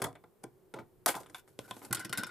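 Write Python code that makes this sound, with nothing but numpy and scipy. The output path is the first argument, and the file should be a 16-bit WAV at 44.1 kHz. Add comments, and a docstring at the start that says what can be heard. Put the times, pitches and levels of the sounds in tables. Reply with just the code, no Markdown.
"""First a crackling knock and a thump, over a low room hush with a fan tone: hands flex a scored plastic sheet
over a work table. It creaks, snaps in two, and the halves are laid down, slide and clatter flat.
Each contact is a short burst of noise that also rings the sheet and thumps the table; every ring is a set of
fading sine tones. Rubbing and hush are shaped noise, and a small room adds a short tail."""
import sys
import numpy as np
from scipy import signal
from scipy.fft import rfft, irfft
from scipy.io import wavfile
from scipy.ndimage import uniform_filter1d

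SR = 44100
rng = np.random.default_rng(int(sys.argv[2]) if len(sys.argv) > 2 else 0)


def boost_factor(decibels):
    """Convert a level in decibels to a linear amplitude factor."""
    exponent = np.asarray(decibels, float) / 20
    return 10 ** exponent


def wav_out(sig):
    """Save sig, one row per channel (or a flat mono array), as 16-bit PCM at SR to the path in sys.argv[1]."""
    wavfile.write(sys.argv[1], SR, np.round(np.clip(np.atleast_2d(sig).T, -1, 1) * 32767).astype(np.int16))


N = 101826  # length in samples


def level(x, db):
    """Scale to an rms (average power) level."""
    return x * boost_factor(db) / np.sqrt(np.mean(x ** 2))


def fit(x, db):
    """Scale a short sound so that its mid channel has this level as if all its energy fell within 10 ms."""
    return x * boost_factor(db) / np.sqrt(np.sum(x[0] ** 2) / (SR / 100))


def colour(x, table, share=1):
    """Filter by a curve of (pitch_hz, level_db) points, joined on a log pitch axis; share scales the dB."""
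    hz, db = np.array(table).T
    f = np.fft.rfftfreq(x.shape[-1], 1 / SR) + 1
    curve_db = np.interp(np.log(f), np.log(hz), db)
    return irfft(rfft(x) * boost_factor(share * curve_db), x.shape[-1])


def walk(rate_hz):
    """Smooth random drift, spread near 1: white noise averaged twice."""
    k = int(SR / rate_hz)
    smooth = uniform_filter1d(uniform_filter1d(rng.standard_normal(N), k), k)
    return np.sqrt(3 * k / 2) * smooth


# how strong the hush is at each pitch: pitch_hz, level_db (per Hz)
HUSH_COLOUR = [(15, -25), (25, -7.5), (64, -21.5), (92, -7.5), (149, -6.5), (242, -15.5), (277, -15),
               (384, -6), (575, -16.5), (2690, -36), (6200, -40), (8200, -36), (12200, -34), (14800, -33),
               (16000, -48)]
HUSH_DB, HUSH_SIDE_DB = -68, -4.5  # rms before the bass swells; extra gain of the side channel
BASS_SWELL_DB, BASS_BELOW_HZ = 5, 247
FAN_HZ, FAN_WIDTH_HZ, FAN_DB = 374.8, 31, -71


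def air():
    """Steady hush with a swelling bass, plus a fan tone that wavers as it is narrow noise; as mid and side."""
    hush = level(colour(rng.standard_normal((2, N)), HUSH_COLOUR), HUSH_DB)
    bass = signal.sosfilt(signal.butter(2, BASS_BELOW_HZ, fs=SR, output="sos"), hush)
    hush = hush + bass * (boost_factor(BASS_SWELL_DB * walk(15)) - 1)
    hush[1] *= boost_factor(HUSH_SIDE_DB)
    b, a = signal.iirpeak(FAN_HZ, FAN_HZ / FAN_WIDTH_HZ, fs=SR)
    fan = signal.lfilter(b, a, signal.lfilter(b, a, rng.standard_normal(N)))
    hush[0] += level(fan, FAN_DB)
    return hush


# how long the room rings at each pitch: pitch_hz, t60_s (time to fade by 60 dB)
ROOM_FADE = [(120, 0.44), (300, 0.16), (800, 0.18), (2000, 0.16), (5000, 0.14), (12000, 0.04)]
ROOM_DB, ROOM_SIDE_DB = -12.5, -6.5  # tail against the near sound; side against mid
ROOM_BUILD_S = 0.0017


def room(x):
    """Scattered reflections: noise in overlapping bands that fade at their own rates; as mid and side."""
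    t = np.arange(SR // 2) / SR
    hz, t60 = np.array(ROOM_FADE).T
    noise = rfft(rng.standard_normal((2, len(t))))
    log_f = np.log(np.fft.rfftfreq(len(t), 1 / SR) + 1)
    tail = 0
    for k in range(len(hz)):
        band = np.interp(log_f, np.log(hz), np.eye(len(hz))[k])
        tail = tail + irfft(noise * band, len(t)) * 1000. ** (-t / t60[k])
    tail = tail * np.minimum(t / ROOM_BUILD_S, 1) ** 2
    gain = boost_factor(np.array([[ROOM_DB], [ROOM_DB + ROOM_SIDE_DB]]))
    tail = tail / np.sqrt(np.sum(tail[0] ** 2)) * gain
    return signal.fftconvolve(x[None], tail, axes=1)[:, :N]


MODE_SCATTER_DB, DETUNE = 1.5, 0.022  # random spread of loudness; pitch spread as a fraction
BODY_SIDE_DB = -17.5  # scales the random side share of each tone


def ring(push, modes, chance, t):
    """A push sounds three close tones around each mode, newly tuned each time; as mid and side."""
    hz, db, t60 = np.repeat(np.array(modes), 3, axis=0).T[:, :, None]
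    size, tune, side = chance[:, :len(hz), None]
    place = np.arange(len(hz))[:, None] % 3 - 1 + tune / 2
    tone = np.sin(2 * np.pi * (hz * (1 + DETUNE * place) * t + place / 4))
    bell = boost_factor(db + MODE_SCATTER_DB * size) * tone * 1000. ** (-t / t60)
    both = np.array([bell.sum(axis=0), boost_factor(BODY_SIDE_DB) * (side * bell).sum(axis=0)])
    return signal.fftconvolve(push[None], both, axes=1)[:, :len(t)]


# halves and fingers slide over the table: start_s, rumble_db, hiss_db, rattle_db (silent before the first row)
SLIDES = [(1.1, -95, -78, -81), (1.158, -61, -56, -82), (1.25, -66.5, -76.5, -81),
          (1.332, -70.5, -80, -102), (1.36, -85, -61, -72), (1.399, -80, -62, -66),
          (1.422, -97.5, -91, -99), (1.47, -103, -89, -99), (1.49, -91, -73, -91), (1.58, -93, -87, -90),
          (1.6, -62, -65, -84), (1.649, -63.5, -66.5, -66.5), (1.7, -62, -65.5, -69),
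          (1.78, -67, -64.5, -77), (1.822, -60.5, -62.5, -82), (1.902, -65.5, -74, -90),
          (1.95, -52.5, -76, -56), (2.02, -60.5, -72, -49), (2.08, -63.5, -80, -69.5),
          (2.201, -52, -68, -50.5), (2.31, -66.5, -76, -60)]
# tone of the rumble in the table: pitch_hz, level_db
RUMBLE_COLOUR = [(60, 7.5), (150, 6.5), (350, 9.5), (700, 0), (1400, -1.5), (2500, -20), (6000, -47)]
# tone of the hiss at the surface: pitch_hz, level_db
HISS_COLOUR = [(800, -19), (2500, -2), (5500, -2), (9500, 1), (13000, 4), (15000, -12), (20000, -25)]
# tones of a sheet half lying flat, rattling here and clattering later: pitch_hz, level_db, t60_s (at full length)
FLAT_SHEET = [(800, -12, .03), (1060, -9, .04), (1290, -9, .03), (1440, 1, .065), (1520, -3, .04),
              (1880, -9, .025), (2060, -7, .03), (2400, -11, .02), (2880, -12, .015), (3600, -9, .02),
              (4400, -14, .008), (5400, -13, .01)]
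SLIDE_FLICKER_DB, SLIDE_GRIT_DB = 2.5, 2.2  # slower and faster random changes of strength
NEAR_SIDE_DB = -6  # side gain of rumble and hiss


def slide():
    """Gritty rubbing: rumble in the table, hiss at the surface, rattle of the flat sheet; as mid and side."""
    start, *dbs = np.array(SLIDES).T
    t = np.arange(N) / SR
    flicker = boost_factor(SLIDE_FLICKER_DB * walk(52) + SLIDE_GRIT_DB * walk(530))
    grit = rng.standard_normal((3, 2, N)) * flicker
    wide = boost_factor(np.array([[0], [NEAR_SIDE_DB]]))
    rumble = wide * colour(grit[0], RUMBLE_COLOUR)
    hiss = wide * colour(grit[1], HISS_COLOUR)
    rattle = ring(grit[2, 0], FLAT_SHEET, rng.standard_normal((3, 64)), t)
    out = 0
    for part, db in zip((rumble, hiss, rattle), dbs):
        out = out + level(part, 0) * boost_factor(np.interp(t, start, db, left=-np.inf))
    return out


# weight lands on the table: start_s, level_db, contact_s
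THUDS = [(0.016, -41, 0.0016), (0.046, -37.5, 0.0071), (0.439, -49.5, 0.002), (0.746, -49, 0.0015),
         (0.792, -51, 0.0012), (1.061, -54, 0.0026), (1.155, -49, 0.0022), (1.591, -46, 0.012),
         (1.71, -48.5, 0.0012), (1.907, -35, 0.00091), (2.05, -48.5, .002), (2.093, -46, 0.002),
         (2.185, -38.5, 0.002), (2.241, -49, 0.001)]
# deep tones of the table frame: pitch_hz, level_db, t60_s
TABLE_FRAME = [(70.4, -22.5, 0.016), (103, -32, 0.094), (128, 1, 0.13), (155.2, -8.5, 0.21),
               (198.6, 4.5, 0.04)]


def thuds():
    """Soft, rounded pushes boom in the table frame."""
    t = np.arange(16384) / SR
    out = np.zeros((2, N + len(t)))
    for start, db, contact in THUDS:
        push = np.hanning(int(contact * SR) + 3)
        boom = ring(push, TABLE_FRAME, rng.standard_normal((3, 64)), t)
        k = int(start * SR)
        out[:, k:k + len(t)] += fit(boom, db)
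    return out[:, :N]


# the parting halves whip opposite ways, pushing air left and pulling it right: start_s, level_db, pitch_hz, t60_s
WHIPS = [(1.0615, -33, 480, 0.015), (1.0857, -36.5, 470, .025)]


def whips():
    """Short low puffs, each a fading sine, heard only as a difference between left and right."""
    t = np.arange(N) / SR
    out = 0
    for start, db, hz, t60 in WHIPS:
        age = np.maximum(t - start, 0)
        puff = np.sin(2 * np.pi * hz * age) * 1000. ** (-age / t60)
        out = out + fit(puff[None], db)[0]
    return out


BLOW_DB = 0  # single push against the noise around it, for the most sudden contacts
SOFT_RISE_S = 0.0022  # contacts that swell longer than this have little blow
EVEN_HZ = 120  # width over which the push is evened out


def with_blow(push, rise):
    """One clean blow at the height of a sudden contact; the push drives all modes about evenly."""
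    size = boost_factor(BLOW_DB) / (1 + (rise / SOFT_RISE_S) ** 2) * np.sqrt(np.sum(push ** 2))
    blow = size * (np.arange(len(push)) == int(rise * SR))
    spectrum = rfft(push + blow)
    power = uniform_filter1d(np.abs(spectrum) ** 2, int(EVEN_HZ * len(push) / SR))
    even = irfft(spectrum / np.sqrt(power), len(push))
    return even * (np.arange(len(push)) < len(push) / 2)


# tone of the crackle: pitch_hz, level_db
CRACKLE_COLOUR = [(250, -48), (700, -4), (1500, 4), (3000, -3), (4800, 1.5), (6200, -2), (7800, 3.5),
                  (10500, 3.5), (13000, -5), (15800, -14), (20000, -20)]
# louder crackles are brighter: pitch_hz, gain_db (per dB of crackle level above -45 dB)
BRIGHTEN = [(9000, 0), (14000, 0.4159)]
# extra tone of the crackle's side channel: pitch_hz, side_against_mid_db
CRACKLE_SIDE = [(1500, -9.5), (13000, -5)]
GRIT_DB = 2.5  # random spread of crackle strength, redrawn every 32 samples


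def contacts(rows, sheet, table, share, lag):
    """Crackle, sheet ring and table thump of each contact; share scales ring times, lag (s) delays the thump."""
    t = np.arange(8192) / SR
    out = np.zeros((2, N + 2 * len(t)))
    table = [(hz, db, t60 * share) for hz, db, t60 in table]
    for start, crack_db, ring_db, tilt_db, thump_db, rise, decay in rows:
        noise = rng.standard_normal((4, len(t)))
        chance = rng.standard_normal((2, 3, 64))
        shape = np.minimum(t / rise, 1) ** 2 * np.exp(-np.maximum(t - rise, 0) / decay)
        grit = shape * boost_factor(GRIT_DB * np.repeat(noise[2, ::32], 32))

        crack = colour(noise[:2] * grit, CRACKLE_COLOUR)
        crack = colour(crack, BRIGHTEN, crack_db + 45) * (t < t[-1] * 3 / 4)
        crack = np.array([crack[0], colour(crack[1], CRACKLE_SIDE)])

        # the tilt counts octaves from the sheet's lowest mode
        struck = [(hz, db + tilt_db * np.log2(hz / sheet[0][0]), t60 * share) for hz, db, t60 in sheet]
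        sheet_ring = ring(with_blow(noise[0] * grit, rise), struck, chance[0], t)

        thump = ring(with_blow(shape * noise[3], rise), table, chance[1], t)
        thump = np.roll(thump, int(lag * SR), axis=1)

        k = int(start * SR)
        out[:, k:k + len(t)] += fit(crack, crack_db) + fit(sheet_ring, ring_db) + fit(thump, thump_db)
    return out[:, :N]


# palms lay the halves down:
# start_s, crackle_db, sheet_ring_db, ring_tilt_db (per octave), table_thump_db, rise_s, crackle_decay_s
LANDINGS = [(1.5895, -48.5, -45, 9.5, -39, 0.0011, 0.0029), (1.677, -65, -58.5, 1, -66, 0.0028, 0.0043),
            (1.71, -49, -39.5, 4.5, -54, 0.00023, 0.0023), (1.765, -57, -53.5, 1.5, -51.5, 0.00153, 0.0054),
            (1.817, -76, -51, 0.5, -55.5, 0.0013, 0.012)]
# tones of the sheet held bent, for landings and cracks: pitch_hz, level_db, t60_s (at full length)
BENT_SHEET = [(649.4, -3.5, 0.036), (720.6, -8.5, 0.13), (816, -2, 0.066), (904, -2.5, 0.052),
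              (1011, -10, 0.098), (1216, 6, 0.014), (1353, -3, 0.032), (1569, -10.5, 0.061),
              (1684, -14.5, 0.053), (1960, -6.5, 0.017), (2253, -8.5, 0.03), (2960, -3.5, 0.0026),
              (3460, -8, 0.017)]
# tones of the table top, for landings and cracks: pitch_hz, level_db, t60_s (at full length)
TABLE_TOP = [(242, -8.5, 0.057), (278, -6, 0.14), (343, 0.5, 0.095), (415, 13, 0.042), (501, 7, 0.033),
             (600, -4, 0.042)]


def landings():
    """Palms damp the halves as they land, so the rings are cut to 0.4 of their length."""
    return contacts(LANDINGS, BENT_SHEET, TABLE_TOP, share=0.4, lag=0.00037)


# loose halves clatter on the table:
# start_s, crackle_db, sheet_ring_db, ring_tilt_db (per octave), table_thump_db, rise_s, crackle_decay_s
TAPS = [(1.842, -50, -53.5, -39, -58, 0.009, 0.0067), (1.9095, -54.5, -45.5, 2.5, -42.5, 0.00068, 0.0036),
        (1.927, -29.5, -36, -7, -77, 0.00094, 0.0045), (1.947, -34.5, -66, 4, -76, 0.0006, 0.0073),
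        (1.968, -49, -43.5, 10, -47, 0.0018, 0.011), (1.993, -43, -49, 6, -67, 0.0017, 0.013),
        (2.045, -44, -45.5, 9, -45, 0.0041, 0.0071), (2.094, -50.5, -50, 10, -51.5, 0.00066, 0.0054),
        (2.127, -37.5, -33, 5, -49.5, 0.00054, 0.0061), (2.15, -64, -46.5, 4, -61, 0.0015, 0.01),
        (2.173, -34, -36.5, 6, -47.5, 0.00216, 0.012), (2.186, -48, -41, 13, -43.5, 0.0024, 0.012),
        (2.234, -42, -36, 7, -58, 0.00039, 0.0032), (2.244, -58, -45.5, 14.5, -54, 0.00057, 0.0036),
        (2.267, -50, -47, 8, -69, 0.00073, 0.01), (2.29, -65, -47.5, 2.5, -62, 0.0012, 0.0052)]
# tones of the table with the halves on it: pitch_hz, level_db, t60_s (at full length)
LOADED_TABLE = [(226, -2, .06), (341.5, 3, 0.14), (380, 1, 0.048), (550, -12, 0.037)]


def clatter():
    """The flat halves tap the loaded table and ring almost freely."""
    return contacts(TAPS, FLAT_SHEET, LOADED_TABLE, share=0.83, lag=0.00353)


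# the sheet in the hands creaks, knocks and cracks:
# start_s, crackle_db, sheet_ring_db, ring_tilt_db (per octave), table_thump_db, rise_s, crackle_decay_s
CRACKS = [(.0, -62.5, -50, -3.5, -44.5, 0.00067, 0.022), (.018, -36.5, -35, 4, -35, 0.0012, 0.006),
          (.0385, -37, -35, 7, -42, 0.0036, 0.0043), (.049, -48, -37.5, -10, -45.5, 0.0046, 0.018),
          (.128, -69.5, -68, 5, -61, 0.0012, 0.00074), (.151, -67.5, -53, 2.5, -58.5, 0.0025, 0.0067),
          (.237, -74.5, -56, -1.5, -58, 0.0023, 0.0024), (.431, -50, -47.5, 0.5, -43.5, 0.0097, 0.0017),
          (.739, -56.5, -43.5, 3, -42.5, 0.00062, 0.0053), (.747, -74, -45, -21, -44.5, 0.015, 0.015),
          (.787, -68, -46.5, 3, -43.5, 0.001, 0.012), (1.0605, -26.5, -28, -5, -47.5, 0.00048, 0.0037),
          (1.063, -38.5, -30, -2, -48, 0.0022, .007), (1.068, -28.5, -42.5, 11, -66, 0.013, 0.021),
          (1.08, -32, -30.5, 7, -35, 0.0083, 0.006), (1.1425, -61, -40, -2, -52, 0.0004, 0.0022),
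          (1.151, -47.5, -45, 9, -54, 0.0012, 0.0046), (1.157, -49, -38, -3, -50, .006, 0.009),
          (1.2, -57.5, -52, -10, -50.5, 0.0045, 0.0079), (1.23, -62.5, -64.5, 21, -65, 0.0026, 0.0037),
          (1.26, -63, -56.5, 8.5, -69, 0.0016, 0.0072), (1.297, -61.5, -60, 4, -57.5, 0.00085, 0.0065),
          (1.345, -51, -42, 8.5, -68, 0.00091, 0.0069), (1.476, -67.5, -63.5, 5.5, -68, 0.0011, .008)]


def cracks():
    """The bent sheet crackles and rings in the hands while the table top thumps."""
    return contacts(CRACKS, BENT_SHEET, TABLE_TOP, share=0.98, lag=0.00353)


# balance of the two channels: pitch_hz, left_minus_right_db
LEFT_OVER_RIGHT = [(60, -2), (400, -1), (1000, 0.65), (8000, 1.5), (13000, -1)]
RADIATES_ABOVE_HZ = 104  # the near sounds are weak below this


def scene():
    """Contacts and rubbing close by, their room tail and the hush; as left and right."""
    near = cracks() + landings() + clatter() + thuds() + slide()
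    near[1] += whips()
    low_cut = signal.butter(2, RADIATES_ABOVE_HZ, "high", fs=SR, output="sos")
    near = signal.sosfilt(low_cut, near)
    mid, side = near + room(near[0]) + air()
    left = colour(mid + side, LEFT_OVER_RIGHT, 1 / 2)
    right = colour(mid - side, LEFT_OVER_RIGHT, -1 / 2)
    return np.array([left, right])


def roll_off(x):
    """The treble ends steeply here."""
    return signal.sosfilt(signal.butter(12, 16710, fs=SR, output="sos"), x)


# the very top treble is cut: pitch_hz, level_db
TOP_TREBLE = [(15300, 0), (15900, -20), (20000, -34)]


def record(dry):
    """Dull the very top of the mix and finish it."""
    mix = colour(dry, TOP_TREBLE)
    return roll_off(mix)


dry = scene()
out = record(dry)
wav_out(out)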